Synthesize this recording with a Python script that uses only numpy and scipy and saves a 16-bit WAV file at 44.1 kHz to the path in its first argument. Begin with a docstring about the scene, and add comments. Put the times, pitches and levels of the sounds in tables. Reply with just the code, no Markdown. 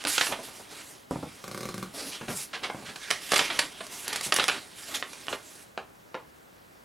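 """A paper envelope is drawn over a surface, then opened, and a note is pulled out, in a small quiet room.
Sheets hiss as their fibres rub and catch, creases snap as they buckle, and whole faces flip with a pop.
Before the opening, someone steps across a floorboard that sticks and slips in a short creak.
Steps and things put down give dull knocks, over a soft bed of room air."""
import sys
import numpy as np
from scipy import signal
from scipy.fft import rfft, irfft, next_fast_len
from scipy.io import wavfile

SR = 44100
rng = np.random.default_rng(int(sys.argv[2]) if len(sys.argv) > 2 else 0)


def master(y):
    """Save y as 16-bit WAV."""
    cut = np.clip(np.atleast_2d(y).T, -1, 1)
    pcm = np.round(cut * 32767)  # scale
    wavfile.write(sys.argv[1], SR, pcm.astype(np.int16))


N = 301862
TIME = np.arange(N) / SR


def paper_slide(grain_db, catch_db, catches_per_s, flutter_db, patchy_db, hollow_octaves=0.26, block=32):
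    """Fibres rub in a fine grain and now and then catch; the bending sheet shifts its resonances."""
    # one sheet pushed along another: (start [s], length [s], level [dB], body [dB], brightness [dB])
    strokes = [(0.0, 0.02, -33.5, -11, -11), (0.043, 0.029, -31, 12.5, -15), (0.063, 0.095, -24, -10.5, 4),
               (0.137, 0.14, -27.5, -19, 3.5), (0.277, 0.048, -33.5, 10.5, 6.5),
               (0.354, 0.079, -42, 10, -3), (0.417, 0.076, -41.5, -2, 5), (0.52, 0.1, -49.5, 6, 10),
               (0.686, 0.13, -39.5, 2.5, -1.5), (0.816, 0.1, -49, -6, 8.5), (1.932, 0.08, -34.5, 7.5, 3),
               (2.009, 0.091, -38, 9, 6), (2.11, 0.044, -29, -6, -7), (2.276, 0.062, -35, 9, 5),
               (2.343, 0.093, -34.5, -4, 9), (2.604, 0.1, -38, 8.5, -25), (2.847, 0.056, -32.5, -14, -10.5),
               (2.99, 0.2, -34.5, -12, -5), (3.199, 0.12, -34.5, -10, 0.5), (3.288, 0.17, -24, -7.5, -5.5),
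               (3.42, 0.24, -30.5, 1.5, -6.5), (3.894, 0.16, -38.5, -3, 6), (4.05, 0.145, -29, -3, -16),
               (4.223, 0.043, -28, -12, 5), (4.349, 0.084, -21.5, -7, -14.5), (4.51, 0.067, -27, 1, -14),
               (4.748, 0.19, -39, -8, 3), (4.862, .14, -38, 7.5, 3.5), (4.938, 0.017, -18, -19, -3),
               (5.06, .2, -46.5, 2, 2), (5.281, 0.059, -36.5, 10.5, 3), (5.418, 0.21, -49, 0, 6.5)]
    # light brushing while the paper is in the hands: (time [s], level [dB])
    brush = [(0, -42.5), (0.96, -44.5), (1.08, -57.5), (1.12, -43), (1.4, -44.5), (1.7, -41.5), (1.9, -46),
             (2.19, -40), (2.55, -48), (2.75, -43), (3.78, -40.5), (3.86, -41), (4.55, -36.5),
             (4.68, -44.5), (5.25, -42.5), (5.42, -45.5), (5.64, -51.5), (5.74, -59)]
    # tone of paper on paper: (frequency [Hz], gain [dB])
    slide_colour = [(60, -18), (130, -11), (280, -0.1), (520, -3), (900, -3), (1500, -2.8), (2300, -1.5),
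                    (3500, -2.4), (5000, -3.5), (7000, -5), (10500, -5.5), (13000, -16), (15500, -28)]
    # the gap between the sheets rings: (middle [s], half length [s], frequency [Hz], boost [dB])
    hollows = [(0.328, .02, 950, 12), (2.0, .07, 560, 5), (2.05, .11, 4600, 6), (3.1, .11, 1800, 5),
               (3.335, .022, 1000, 9), (3.75, .07, 3100, 7)]
    brush_db, = in_time(brush)
    pushes = [from_db(brush_db)]
    pushes += [from_db(db) * hand_push(start, length) for start, length, db, _, _ in strokes]
    power = np.array([push[::block] for push in pushes]) ** 2
    brush_tone_db = (1.5, -1.5)   # body, brightness
    body_db, bright_db = np.transpose([brush_tone_db] + [row[3:] for row in strokes])
    rub = unit_energy(rng.standard_normal(N) * from_db(grain_db * drift(1800))) * np.sqrt(N)
    caught = rng.random(N) < catches_per_s / SR
    catches = caught * (2 * rng.random(N) - 1) * from_db(catch_db)
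    flutter = flutter_db * drift(110)[::block]
    rings = [(hz, db * np.exp(-((TIME[::block] - s) / half) ** 4)) for s, half, hz, db in hollows]
    out = np.zeros(N)
    for hz, band in bands(rub + catches, count=30):
        ring_db = sum(db * np.exp(-(np.log2(hz / ring_hz) / hollow_octaves) ** 2) for ring_hz, db in rings)
        pressure = np.sqrt(from_db(tilt(hz, 2370, body_db, bright_db)) ** 2 @ power)
        patches = patchy_db * drift(25)[::block]   # each band wanders on its own
        gain = pressure * from_db(at_hz(slide_colour, hz) + ring_db + flutter + patches)
        out += band * np.repeat(gain, block)[:N]
    return out


def hand_push(start, length, attack_s=0.0074, attack_share=0.14, release_s=0.016):
    """A push gathers speed, a long one more slowly, and dies quickly once the hand stops."""
    rise = np.clip((TIME - start) / (attack_s + attack_share * length), 0, 1)
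    return rise * np.exp(-np.clip((TIME - start - length) / release_s, 0, 20))


def paper_buckle(snap_body_db=-1.5, stiffening=0.18, flap_body_db=7, flap_bright_db=-24):
    """Creases snap and whole faces flip; stiffer creases snap harder and with less body."""
    # a crease buckles: (time [s], level [dB], brightness [dB], decay [ms])
    snaps = [(0.04, -6.5, 5, 0.99), (0.0505, 5, -3, 1.53), (0.072, 3.5, 1, 0.78), (0.1803, 13, -4, 2.56),
             (0.211, 14, -5, 5.7), (0.2685, 3.5, -10, 3.5), (0.326, -12, 0, 1.5), (1.11, -22, 18, 0.62),
             (2.534, 4.5, -12, 16), (2.633, 7, -9.5, 13.6), (2.959, -5.5, 1, 4.7), (3.105, 7, 1, 2.37),
             (3.111, 11.5, 0.5, 1.32), (3.292, -14, 11, 1.5), (3.3191, 9, 6.5, 5.5), (3.34, 7, 7.5, 4.3),
             (3.3597, 13, 1, 5.8), (3.365, 5.5, -4, 1.5), (3.375, 1, 8, 0.71), (3.38, 4, 10, 1.1),
             (3.392, 15, -6, 5), (3.502, 7.5, -18, 7.7), (3.5907, 14, 3, 3.4), (3.867, -13.5, 10, 1.36),
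             (4.08, -2, 14, 2.2), (4.129, 2.5, 6, 4.8), (4.1598, 2.5, 9, 2.6), (4.2104, -1.5, 8, 2.6),
             (4.3229, 13.5, -3, 2.69), (4.3418, -5.5, 22.5, 0.6), (4.363, 7, 11, 2.9),
             (4.397, 14, -19, 4.22), (4.441, 5, 5, 0.71), (4.482, 5.5, 9, 0.93), (4.486, 13, -14, 3.2),
             (4.4975, 10.5, -20, 1.3), (5.026, 5, -34, 1.22), (5.132, -9.5, 3, 3.1), (5.269, -12, 1, 0.58),
             (5.283, 4, -35, 0.65)]
    # a face of the envelope flips with a dull pop: (time [s], level [dB], decay [ms])
    flaps = [(0.322, 4.5, 9.4), (3.32, 6.5, 3), (3.335, 10, 2.3), (3.408, 4.5, 9.5), (3.805, -3, 6.26),
             (4.324, 5, 3), (4.386, 7.5, 5.03), (5.328, 3.5, 5.3)]
    # tone of buckling paper: (frequency [Hz], gain [dB])
    snap_colour = [(60, -20.5), (130, -10.5), (280, -4.5), (520, 1), (900, 0.5), (1500, 2.3), (2300, 1),
                   (3500, 0.4), (5000, -3), (7000, -8.5), (10500, -12), (13000, -25), (15500, -37)]
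    hits = [(s, db, snap_body_db - stiffening * db, bright_db, ms) for s, db, bright_db, ms in snaps]
    hits += [(s, db, flap_body_db, flap_bright_db, ms) for s, db, ms in flaps]
    return blows(hits, snap_colour, pivot_hz=2420, rise=0.38, lead=0.4,
                 spiky_db=2.5, wet_db=-4, width_db=-33)


def wood_knocks(heel_ms=5.2, hard_tap_ms=2.15):
    """Heavy steps and light taps on wood: a longer step scuffs brighter, a longer tap lands duller."""
    # feet land and shift on the floor: (time [s], level [dB], decay [ms])
    steps = [(1.11, 11.5, 3.4), (1.157, 6, 4.3), (1.228, 5.5, 4.8), (2.21, 0.5, 12.8), (2.28, 5, 14.2),
             (2.302, 1, 13.7), (2.744, 0.5, 8), (2.776, -6.5, 11.5), (2.823, -5.5, 8.6), (2.885, -5, 18.3),
             (4.264, -1.5, 4.1)]
    # light things are touched and put down: (time [s], level [dB], decay [ms])
    taps = [(0.388, 1.5, 10.5), (0.479, -5.5, 10.6), (0.595, -5.5, 10.3), (2.6994, 9, 2.8),
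            (5.7765, 8.5, 1.4), (6.1442, 5, 2.3), (6.15, 6, 3.1)]
    # tone of knocked wood: (frequency [Hz], gain [dB])
    knock_colour = [(45, -12), (100, 1), (190, 8.5), (330, 1), (550, 0.5), (900, -3), (1500, -5),
                    (2300, -7), (4000, -15), (7000, -28), (13000, -53)]
    step_body_db, heel_bright_db, tap_body_db, tap_bright_db = 0.5, -21, -21, -4
    hits = []
    for s, db, ms in steps:
        scuff_db = 14.5 * np.log2(ms / heel_ms)
        hits.append((s, db, step_body_db, heel_bright_db + scuff_db, ms))
    for s, db, ms in taps:
        soft_db = 3.5 * np.log2(ms / hard_tap_ms)
        hits.append((s, db, tap_body_db + soft_db, tap_bright_db - soft_db, ms))
    return blows(hits, knock_colour, pivot_hz=667, rise=0.072, lead=0.1046,
                 spiky_db=5, wet_db=-2.5, width_db=-19.5)


def floorboard_creak(rasp_db, rasp_ms, low_hz, settle_s):
    """The board sticks and slips; every slip rings the same modes, the low ones more as weight settles."""
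    # the floorboard slips: (time [s])
    slip_times = [1.4404, 1.4786, 1.5134, 1.5462, 1.5760, 1.607, 1.631, 1.6545, 1.6884, 1.7420, 1.779,
                  1.8270]
    # modes of the floorboard: (frequency [Hz], level [dB], T60 [s])
    modes = [(112.4, -49, 0.17), (195, -36.5, 0.098), (354, -35.5, 0.034), (553, -36, 0.028),
             (753, -48, 0.096), (1200, -31.5, 0.013), (1544, -38.5, 0.02), (2170, -32.5, 0.0063),
             (4110, -39.5, 0.013), (5300, -37, 0.004), (6700, -51, 0.011)]
    out, age = np.zeros(N), np.arange(SR // 4) / SR
    treble = signal.butter(2, [3100, 11500], "band", fs=SR, output="sos")
    for s in slip_times:
        unloaded = np.exp(-(s - slip_times[0]) / settle_s)
        slip_db, low_db = -2.5 * unloaded, -3 * unloaded   # early slips are weaker and thinner
        for k, (hz, mode_db, t60) in enumerate(modes):
            strength = from_db(slip_db + mode_db + low_db * (hz < low_hz) + rng.normal(0, 2))
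            ring = np.sin(2 * np.pi * hz * age) * np.exp(-np.log(1000) * age / t60)
            add(out, s, (-1) ** k * strength * ring)
        rasp = signal.sosfilt(treble, slip_cluster(rasp_ms, rise=0.072, spiky_db=4))
        add(out, s, from_db(slip_db + rasp_db) * rasp)
    return out


def blows(hits, colour, pivot_hz, rise, lead, spiky_db, wet_db, width_db, size=16384):
    """Each blow is a cluster of slips with its own body and brightness, from its own spot in the room."""
    out, hz = np.zeros((2, N)), np.fft.rfftfreq(size, 1 / SR)
    for s, level_db, body_db, bright_db, ms in hits:
        slips = rfft(slip_cluster(ms, rise, spiky_db))
        heard = slips * rfft(room_response(wet_db, width_db, build_s=0.002))
        radiation = minimum_phase(level_db + at_hz(colour, hz) + tilt(hz, pivot_hz, body_db, bright_db))
        stereo = irfft(heard * whitening(heard.mean(0)) * radiation)
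        for track, sound in zip(out, stereo):
            add(track, s - lead * ms / 1000, sound)   # the first slips come just ahead of the blow
    return out


def slip_cluster(ms, rise, spiky_db, size=16384):
    """A run of tiny slips that swells and dies, the longer runs more gradually; unit energy."""
    age = np.arange(size) / SR / (ms / 1000)   # in decay times
    noise = rng.standard_normal(size)
    spikes = from_db(spiky_db * np.repeat(rng.standard_normal(size // 16), 16))
    swell = (1 - np.exp(-2 * age / (rise * np.sqrt(ms)))) ** 2
    return unit_energy(noise * spikes * swell * np.exp(-age))


def pan_paper(x, shadow_hz):
    """The paper sits to the right; the far side is shaded, except from long waves."""
    # where the paper is: (time [s], left minus right [dB])
    place = [(0.2, -3.5), (1.2, -2), (2.3, -1.4), (3.1, -4), (3.7, -2), (5.3, -3)]
    side_db, = in_time(place)
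    low = signal.sosfilt(signal.butter(1, shadow_hz, fs=SR, output="sos"), x)
    return low + (x - low) * from_db(side_db * [[1 / 2], [-1 / 2]])


def room_response(wet_db, width_db, build_s, size=16384):
    """Direct sound from one spot, then reflections that die by band and differ between the ears."""
    # decay of the small room: (frequency [Hz], T60 [s])
    room_t60 = [(120, 0.34), (400, 0.2), (1000, 0.24), (3000, 0.19), (8000, 0.18), (15000, 0.21)]
    age = np.arange(size) / SR
    tails = sum(band * np.exp(-np.log(1000) * age / at_hz(room_t60, hz))
                for hz, band in bands(rng.standard_normal((2, size)), count=7))
    build_up = 1 - np.exp(-(age / build_s) ** 2)
    mid, side = [unit_energy(tail * build_up) for tail in tails]
    # long waves reach both sides alike
    side = signal.sosfilt(signal.butter(1, 90, "high", fs=SR, output="sos"), side)
    return (age == 0) + from_db(wet_db) * (mid + from_db(width_db) * side * [[1], [-1]])


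def in_room(x, wet_db, width_db, build_s):
    """Add stereo reflections while keeping the sound's broad colour."""
    spectrum = rfft(room_response(wet_db, width_db, build_s))
    response = irfft(spectrum * whitening(spectrum.mean(0)))
    return signal.fftconvolve(x[None], response, axes=1)[:, :N]


def room_tone(gain_db, hum_hz, hum_db, whine_hz, whine_db):
    """Steady air and hiss, alike in both ears in the bass, with a faint hum and a thin whine."""
    # tone of the air: (frequency [Hz], gain [dB])
    air_colour = [(25, -68), (50, -45), (100, -44), (170, -43.5), (300, -45), (600, -47.5), (1000, -51.0),
                  (1600, -52), (2500, -59), (5000, -63), (10000, -65.5), (15000, -65)]
    # stereo width of the air: (frequency [Hz], side minus mid [dB])
    air_width = [(60, -13), (200, -1.5), (700, 4.5), (2400, 2.5), (8000, -16)]
    hz = np.fft.rfftfreq(N, 1 / SR)
    mid, side = rfft(rng.standard_normal((2, N))) * from_db(gain_db + at_hz(air_colour, hz))
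    air = irfft(mid + from_db(at_hz(air_width, hz)) * side * [[1], [-1]], N)
    hum = from_db(hum_db) * np.sin(2 * np.pi * hum_hz * TIME)
    whine = from_db(whine_db) * np.sin(2 * np.pi * whine_hz * TIME)
    return air + hum + whine


def from_db(db):
    """Decibels to gain."""
    return 10 ** (np.asarray(db) / 20)


def unit_energy(x):
    """Scale so that the squares sum to one."""
    return x / np.sqrt(np.sum(x ** 2) + 1e-20)


def in_time(rows):
    """Each column of a curve, sample by sample."""
    s, *columns = np.transpose(rows)
    return [np.interp(TIME, s, column) for column in columns]


def at_hz(points, hz):
    """Read a curve on a log-frequency axis."""
    f, value = np.transpose(points)
    return np.interp(np.log(np.maximum(hz, 1)), np.log(f), value)


def tilt(hz, pivot_hz, body_db, bright_db):
    """Two shelves in dB: large moving areas add body below the pivot, sharp contacts treble above."""
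    octaves = np.log2(np.maximum(hz, 1) / pivot_hz)
    reach = np.maximum(abs(octaves) - .5, 0) / 1.5
    return np.where(octaves < 0, body_db * np.minimum(reach, 1), bright_db * np.minimum(reach, 1.2))


def drift(rate_hz):
    """Random wandering with a spread near one."""
    knots = rng.standard_normal(N // 8)
    return np.interp(TIME * rate_hz, np.arange(len(knots)), knots)


def bands(x, count):
    """Split into overlapping bands that add up to the whole; yields (centre [Hz], band)."""
    size = next_fast_len(x.shape[-1])
    whole, hz = rfft(x, size), np.maximum(np.fft.rfftfreq(size, 1 / SR), 1)
    centres = np.geomspace(70, 15500, count)
    for centre, pick in zip(centres, np.eye(count)):
        weight = np.interp(np.log(hz), np.log(centres), pick)
        yield centre, irfft(whole * weight, size)[..., :x.shape[-1]]


def minimum_phase(db):
    """A response with the given gains in which nothing sounds before the blow."""
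    cepstrum = irfft(np.log(from_db(db)))
    half = len(cepstrum) // 2
    cepstrum[1:half] *= 2
    cepstrum[half + 1:] = 0
    return np.exp(rfft(cepstrum))


def whitening(spectrum, span=1.434, margin=14):
    """Filter that levels the broad colour of a spectrum and leaves its fine ripple."""
    total, bins = np.cumsum(abs(spectrum) ** 2), np.arange(len(spectrum))
    low = np.clip(bins / span - margin, 0, bins[-1]).astype(int)
    high = np.clip(bins * span + margin, 0, bins[-1]).astype(int)
    mean_power = (total[high] - total[low]) / np.maximum(high - low, 1)
    return minimum_phase(-10 * np.log10(np.maximum(mean_power, 1e-12)))


def add(track, s, sound):
    """Mix a sound in at a time."""
    at = max(round(s * SR), 0)
    track[at:at + len(sound)] += sound[:N - at]


def scene():
    """Paper a little to the right; knocks and creak near the middle; room air behind."""
    snaps = from_db(0.5) * paper_buckle()
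    slide = paper_slide(grain_db=0.5, catch_db=16.5, catches_per_s=170, flutter_db=1, patchy_db=2.42)
    slide = from_db(-0.5) * in_room(slide, wet_db=-10, width_db=-29, build_s=0.002)
    knocks = from_db(3) * wood_knocks()
    creak = from_db(4) * floorboard_creak(rasp_db=-15.5, rasp_ms=4.1, low_hz=500, settle_s=0.11)
    creak = in_room(creak, wet_db=-1.5, width_db=-20, build_s=0.0014)
    paper = pan_paper(snaps + slide, shadow_hz=452)
    wood = (knocks + creak) * from_db([[-.3], [.3]])
    return paper + wood + room_tone(gain_db=0.5, hum_hz=182, hum_db=-74.5, whine_hz=12242, whine_db=-81)


def record(dry):
    """A steep low-pass takes off the very top."""
    cutoff_hz = 16200
    return signal.sosfilt(signal.ellip(10, .1, 80, cutoff_hz, fs=SR, output="sos"), dry)


dry = scene()
out = record(dry)
master(out)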